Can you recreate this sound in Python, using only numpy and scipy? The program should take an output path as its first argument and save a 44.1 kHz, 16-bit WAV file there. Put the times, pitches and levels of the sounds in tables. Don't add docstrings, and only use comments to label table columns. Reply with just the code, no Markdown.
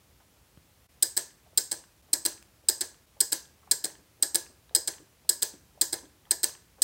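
import sys
import numpy as np
from scipy import signal
from scipy.fft import rfft, irfft, next_fast_len
from scipy.io import wavfile
from scipy.ndimage import uniform_filter1d

SR = 44100
rng = np.random.default_rng(int(sys.argv[2]) if len(sys.argv) > 2 else 0)


def level_to_linear(level):
    exponent = np.asarray(level, float) / 20
    return 10 ** exponent


def transcribe(signal):
    frames = np.atleast_2d(signal).T
    limited = np.clip(frames, -1, 1)
    pcm = np.round(limited * 32767).astype(np.int16)
    wavfile.write(sys.argv[1], SR, pcm)


N = 301203


def along(points, hz):
    f, v = np.transpose(points)
    return np.interp(np.log(hz + 1), np.log(f + 1), v)


def filtered(x, response):
    m = next_fast_len(len(x) + 8192)
    spectrum = rfft(x, m) * response(np.fft.rfftfreq(m, 1 / SR))
    return irfft(spectrum, m)[:len(x)]


def add(track, s, sound):
    part = track[round(s * SR):][:len(sound)]
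    part += sound[:len(part)]


def ring(modes, t, scatter_db, detune, rise, rough=0):
    hz, db, t60 = np.transpose(modes)[:, :, None]
    luck = rng.standard_normal((3, len(modes), 1))
    wobble = uniform_filter1d(rng.standard_normal((len(modes), len(t))), size=40)
    waver = wobble.cumsum(1) * rough * hz / SR
    phase = 2 * np.pi * (hz * (1 + detune * luck[0]) * t + luck[1]) + waver
    decay = level_to_linear(db + scatter_db * luck[2] - 60 * t / t60)
    return (decay * np.sin(phase)).sum(0) * (1 - np.exp(-t / rise))


def level(x, count):
    return x / np.sqrt(2 * np.mean(x[:count] ** 2))


# frequency in Hz, t60 in s.
ROOM_DECAY = [(200, 0.78), (600, 0.28), (1600, 0.55), (2450, 0.3), (3100, 0.26), (5000, .33), (8200, 0.3),
              (11000, 0.25), (16000, 0.22)]


def echo(colour_db, gap):
    hz, t = np.fft.rfftfreq(256, 1 / SR), np.arange(120) * 128 / SR
    z = rng.standard_normal((len(hz), 2 * len(t))).view(complex) / 12
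    decay = level_to_linear(colour_db(hz)[:, None] - 60 * t / along(ROOM_DECAY, hz)[:, None])
    tail = signal.istft(z * decay, SR, nperseg=256)[1]
    return tail * np.tanh(np.arange(len(tail)) / SR / gap) ** 2


# frequency in Hz, level in dB per Hz.
HISS_COLOUR = [(18, -43), (30, -4), (59, 11.5), (108, 4.5), (148, 1.5), (264, -5.5), (508, -8), (549, -7.5),
               (610, -9), (1790, -14), (2040, -13.5), (15700, -19)]


def hiss():
    noise = filtered(rng.standard_normal(N), lambda hz: level_to_linear(along(HISS_COLOUR, hz)))
    return level_to_linear(-61) * noise / noise.std()


# start in seconds, peak in dB, pitch in Hz.
BUMPS = [(.2, -58.5, 840), (.968, -65, 605), (1.459, -55.5, 560), (1.525, -58, 582), (2.083, -55.5, 579),
         (2.635, -58, 484), (2.922, -62, 580), (3.163, -56, 584), (3.628, -58, 891), (3.67, -53, 810),
         (3.984, -51.5, 293), (4.191, -57, 458), (4.496, -51, 330), (4.708, -52, 574), (4.997, -47, 323),
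         (5.246, -57, 560), (5.535, -45, 300), (5.744, -59.5, 398), (5.772, -55.5, 586), (6.026, -46, 320),
         (6.261, -59, 888), (6.55, -60, 892), (6.781, -53, 570)]
# frequency in Hz, t60 in s.
BUMP_DECAY = [(300, 0.13), (580, 0.11), (880, 0.092)]


def bumps():
    out, t = np.zeros(N), np.arange(SR // 6) / SR
    for s, db, hz in BUMPS:
        envelope = level_to_linear(db + 18 - 60 * t / along(BUMP_DECAY, hz)) * np.tanh(t / 0.0032)
        rub = rng.standard_normal(len(t)) * envelope
        add(out, s, filtered(rub, lambda f: (.8j * f * hz / (hz * hz - f * f + .8j * f * hz)) ** 2))
    return out


# start in seconds, peak in dB, dulling in Hz, thump in dB.
SNAPS = [
    (0.574, -43, 2580, -47),
    (2.4256, -39, 11300, -69.5),
]


def snaps():
    out, t = np.zeros(N), np.arange(SR // 6) / SR
    bench = [(71.5, 0, 0.134), (152.4, 1, 0.028), (261, -5.5, 0.023), (330, -8.5, 0.016)]  # Hz, dB, t60 s
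    for s, db, dull_hz, thump_db in SNAPS:
        burst = rng.standard_normal(len(t)) * level_to_linear(db - 60 * t / 0.01)
        crack = filtered(burst, lambda f: 1 / (1 + 1j * f / dull_hz) ** 2)
        thump = ring(bench, t, 0.92, detune=0.01, rise=0.00026)
        add(out, s, crack + level_to_linear(thump_db) * thump)
    return out


# start in seconds, blade strength in dB,
# bench peak in dB, share thrown to the walls in dB.
BURSTS = [(1.025, -0.5, -35, -17), (1.166, 0, -31.5, -12.5), (1.5752, -1, -34, -13),
          (1.7136, -2, -33.5, -14.5), (2.131, 0.5, -31.5, -16.5), (2.2512, -0.5, -30, -15),
          (2.6859, 0.5, -31.5, -14.5), (2.8086, -0.5, -33, -14.5), (3.2045, -1, -35.5, -15.5),
          (3.3195, 0, -32, -12.5), (3.7122, -0.5, -34, -14), (3.8408, -1, -30.5, -16.5),
          (4.2248, 1, -32.5, -16.5), (4.3458, 1, -30, -17), (4.7495, 1, -30.5, -16.5),
          (4.8746, -1.5, -32.5, -13.5), (5.2917, -0.3, -34, -18), (5.42, 1, -31, -13),
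          (5.8122, -1.5, -33.5, -11.5), (5.9264, -1.5, -30, -15.5), (6.309, 0.5, -32.5, -18),
          (6.4316, 0, -30, -14), (6.8194, 0, -31, -4)]
# delay in s, blade peak in dB, blade pitch in Hz, case and sizzle in dB over the blade.
PULL_IN = [
    [(0, -12, 8520, -6.5, -6.5), (.0032, -6, 8215, -12.5, -11.5), (.0065, -9.5, 7970, -9.5, -8.5),
     (.0097, -25.5, 8410, -3.5, -8)],
    [(0, -9.5, 8390, -10, -9), (.0036, -13.5, 7550, -1.5, -9.5), (.007, -17.5, 8200, -5, -4.5),
     (.0105, -21.5, 8350, -4, -13)],
    [(0, -8.5, 8295, -17.5, -20), (.0036, -17.5, 7890, -3.5, -4.5), (.0076, -24, 8000, 3, -1)],
    [(0, -9, 8270, -11, -16), (.0035, -19.5, 7800, -1, -6), (.0067, -23, 8570, -17, -0.5),
     (.012, -20, 7920, -2.5, -6)],
]
DROP_OUT = [
    [(0, -29, 8000, -17.5, 0), (.004, -22, 7780, 0.5, -2.5), (.0096, -15.5, 8304, -7, -4.5)],
    [(0, -26.5, 7600, -3, -1.5), (.0038, -16.5, 8520, -5.5, -16.5), (.0068, -28, 8060, -5.5, -7.5),
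     (.013, -23, 8040, -4, -6)],
    [(0, -18, 8350, -9.5, -5), (.0046, -26.5, 8540, 5, -6.5), (.01, -12.5, 8250, -6.5, -5)],
    [(0, -20.5, 7750, -8, -5.5), (.0036, -23, 8400, 0, -12), (.006, -18.5, 8670, -8.5, -20),
     (.009, -38, 8130, -24, 2), (.0123, -36, 8000, 6.5, -15.5)],
]
PULL_HOLD_S = [0.0017, 0.0026, 0.0027, 0.0032]
DROP_HOLD_S = [.0032, 0.0029, 0.0029, 0.0031]
# frequency in Hz, level in dB per Hz.
SIDEWAYS = [
    [(1590, -64), (2480, -32.5), (2950, -19), (4330, -13), (4560, -11.5), (4910, -5), (5700, -9.5),
     (6800, -4.5), (8180, -5), (9490, -17.5), (11700, -9), (13100, -15), (15100, -12.5), (15800, -23.5)],
    [(1590, -28.5), (2700, -14), (3940, -9.5), (4300, -5), (5610, -8.5), (6090, 0), (6800, -5.5),
     (8120, -5), (8430, -12), (8810, -15), (9490, -15), (11200, -7.5), (13500, -19.5), (15800, -8.5)],
]


def contacts():
    for k, (s, strength_db, _, thrown_db) in enumerate(BURSTS):
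        released, state = k % 2, k // 2 % len(PULL_IN)
        hold = (PULL_HOLD_S, DROP_HOLD_S)[released][state]
        for late, db, hz, case_db, sizzle_db in (PULL_IN, DROP_OUT)[released][state]:
            yield s + late, db + strength_db, hz, hold, case_db, sizzle_db, thrown_db, SIDEWAYS[released]


# frequency in Hz, level in dB, t60 in s.
CASE = [(3315, -11.5, 0.0087), (4114, -1, 0.0091), (4520, -12, 0.024), (4983, -4, 0.021),
        (5710, -13.5, 0.017), (6450, -10, 0.013), (7443, -5, 0.027)]
# frequency in Hz, level in dB, t60 in s.
SIZZLE = [(9240, -1, 0.0077), (10210, -11, 0.034), (11270, -7, 0.017), (13640, 1.5, 0.0078),
          (14000, -9, 0.0027), (15600, 2.5, 0.0042)]


def relays():
    out, scattered, t = np.zeros(N), np.zeros(N), np.arange(SR // 36) / SR
    approach = level_to_linear(-44 - 60 * t[::-1] / .012)
    for s, db, hz, hold, case_db, sizzle_db, thrown_db, sideways in contacts():
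        clamp = np.sqrt((1 - np.exp(-(t / .0003) ** 2)) * np.exp(-(t / hold) ** 3))
        chatter = uniform_filter1d(rng.standard_normal(len(t)), size=24)
        loose = np.interp(db, [-24, -10], [1.8, .6])
        after = level_to_linear(-28 - 60 * t / 0.049) * np.tanh(t / hold)
        song = np.sin(2 * np.pi * (hz * t + rng.random()))
        blade = (clamp * (1 + loose * chatter) + after) * song

        sung = round(hold * SR)
        case = level(ring(CASE, t, 0.49, detune=0.0057, rise=0.00021, rough=1), count=sung)
        scrape = np.diff(rng.standard_normal(len(t) + 1)) * clamp
        sizzle = level(ring(SIZZLE, t, 2.3, detune=0.016, rise=0.00021) + 0.5 * scrape, count=sung)
        strike = blade + level_to_linear(case_db + 0.53) * case + level_to_linear(sizzle_db + 1.5) * sizzle
        add(out, s, level_to_linear(db - 0.8) * strike)

        travel = 0.92 * np.sin(2 * np.pi * hz * t) + .5 * rng.standard_normal(len(t))
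        add(out, s - len(t) / SR, approach * travel)

        thrown = level_to_linear(db + thrown_db) * np.sqrt(hold * 400)
        add(scattered, s, thrown * echo(lambda f: along(sideways, f), gap=0.0013))
    return out, scattered


FRAME_DB = [-28, -31.5, -35, -23.5]
SQUEAL_DB = [-23.5, -15.5, -27, -21]


def squeals():
    out, t = np.zeros(N), np.arange(SR // 8) / SR
    squeal_hz, half_length_s = 15550, 0.0014
    frames = [(5020, 0, 0.11), (4950, -3, 0.11), (4140, -7, .06)]  # Hz, dB, t60 s
    for k, (s, strength_db, _, _) in enumerate(BURSTS[::2]):
        state = k % len(PULL_IN)
        swell = level_to_linear(SQUEAL_DB[state] + strength_db) * np.exp(-(t / half_length_s - 2) ** 2)
        squeal = swell * ring([(squeal_hz, 0, 1)], t, 0.98, .004, .0001, rough=1.3)
        add(out, s + PULL_IN[state][1][0] - .002, squeal)
        frame_ring = ring(frames, t, 1, 0.0026, 0.0034, rough=1.217)
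        add(out, s, level_to_linear(FRAME_DB[state] + strength_db) * frame_ring)
    return out


# frequency in Hz, level in dB, t60 in s.
BENCH = [(135.4, -13, 0.07), (253.5, -21, 0.0075), (335.5, 1, 0.077), (384.7, -0.5, 0.075),
         (454.3, -10.5, 0.21), (548.2, -10.5, 0.22), (632, -10.5, 0.2), (706, -19, 0.068),
         (819.7, -4, 0.069), (925, -18, 0.48)]
# frequency in Hz, level in dB, t60 in s.
BOARD = [(997.4, -12, 0.18), (1080, -18.5, 0.029), (1400, -22.5, .03), (1627, 1, 0.086), (1719, -2, 0.16),
         (1808, -11, 0.02), (2117, -2.5, 0.065), (2484, -18, 0.0067)]
PULL_BOARD_DB = [-37, -35.5, -35.5, -37]
DROP_BOARD_DB = [-35.5, -38, -34.5, -37.5]


def board_and_bench():
    out, t = np.zeros(N), np.arange(SR // 9) / SR
    shoves_s = 0.02
    for k, (s, _, bench_db, _) in enumerate(BURSTS):
        board_db = (PULL_BOARD_DB, DROP_BOARD_DB)[k % 2][k // 2 % len(PULL_IN)]
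        for late in (0, .3, .6, 1):
            bench = ring(BENCH, t, 0.56, detune=0.02, rise=0.0034, rough=6.5)
            board = ring(BOARD, t, 1.7, detune=0.0044, rise=0.0023, rough=3.26)
            shove = level_to_linear(bench_db - 6.5 - 10.9 * late) * bench + level_to_linear(board_db - 3.5 - 17 * late) * board
            add(out, s + 0.0013 + late * shoves_s, shove)
    return out


# start in seconds, peak in dB.
TICKS = [(1.3063, -50), (1.839, -45), (2.3228, -42.5), (2.3784, -49), (2.944, -49), (3.3944, -47),
         (3.4544, -50.5), (3.901, -42), (3.953, -44), (4.464, -43.5), (4.694, -45.5), (4.938, -41),
         (4.9825, -44), (5.538, -48), (5.987, -44), (6.0546, -50), (6.2537, -48.5), (6.493, -37),
         (6.551, -41)]


def ticks():
    out, t = np.zeros(N), np.arange(SR // 6) / SR
    modes = [(3180, 0, .007), (3800, -7, .005), (2500, -10, .005),
             (1050, -9, .012), (1750, -5.5, .012)]
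    for s, db in TICKS:
        add(out, s, level_to_linear(db + 4) * ring(modes, t, 1.4, .02, .0006, rough=3.6))
    return out


def room(x):
    out, hop = np.zeros(N), SR // 6
    for start in range(0, N, hop):
        tail = echo(np.zeros_like, gap=.003)
        add(out, start / SR, signal.fftconvolve(x[start:start + hop], tail / np.linalg.norm(tail)))
    return out


def scene():
    strikes, scattered = relays()
    near = strikes + squeals() + board_and_bench() + bumps() + snaps() + ticks()
    return (near + level_to_linear(-14.0) * room(near) + scattered + hiss())[None]


def low_pass(x):
    return signal.sosfilt(signal.butter(12, 17140, fs=SR, output="sos"), x)


# centre in seconds, half width in s, depth in dB.
DROPOUTS = [
    (.879, 0.011, -16),
    (2.019, 0.0042, -7),
    (2.621, 0.0048, -3),
    (3.061, .005, -5),
]


def record(dry):
    t = np.arange(N) / SR
    top_hz, bass_hz, leak_db = 15900, 45, -50.5
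    dip_db = sum(db * np.exp(-((t - s) / half) ** 4) for s, half, db in DROPOUTS)

    def band(hz):
        treble = 1 / (1 + (hz / top_hz) ** 150) + level_to_linear(leak_db)
        return treble * hz ** 2 / (hz ** 2 + bass_hz ** 2)

    return low_pass(filtered(dry[0] * level_to_linear(dip_db), band)[None])


dry = scene()
out = record(dry)
transcribe(out)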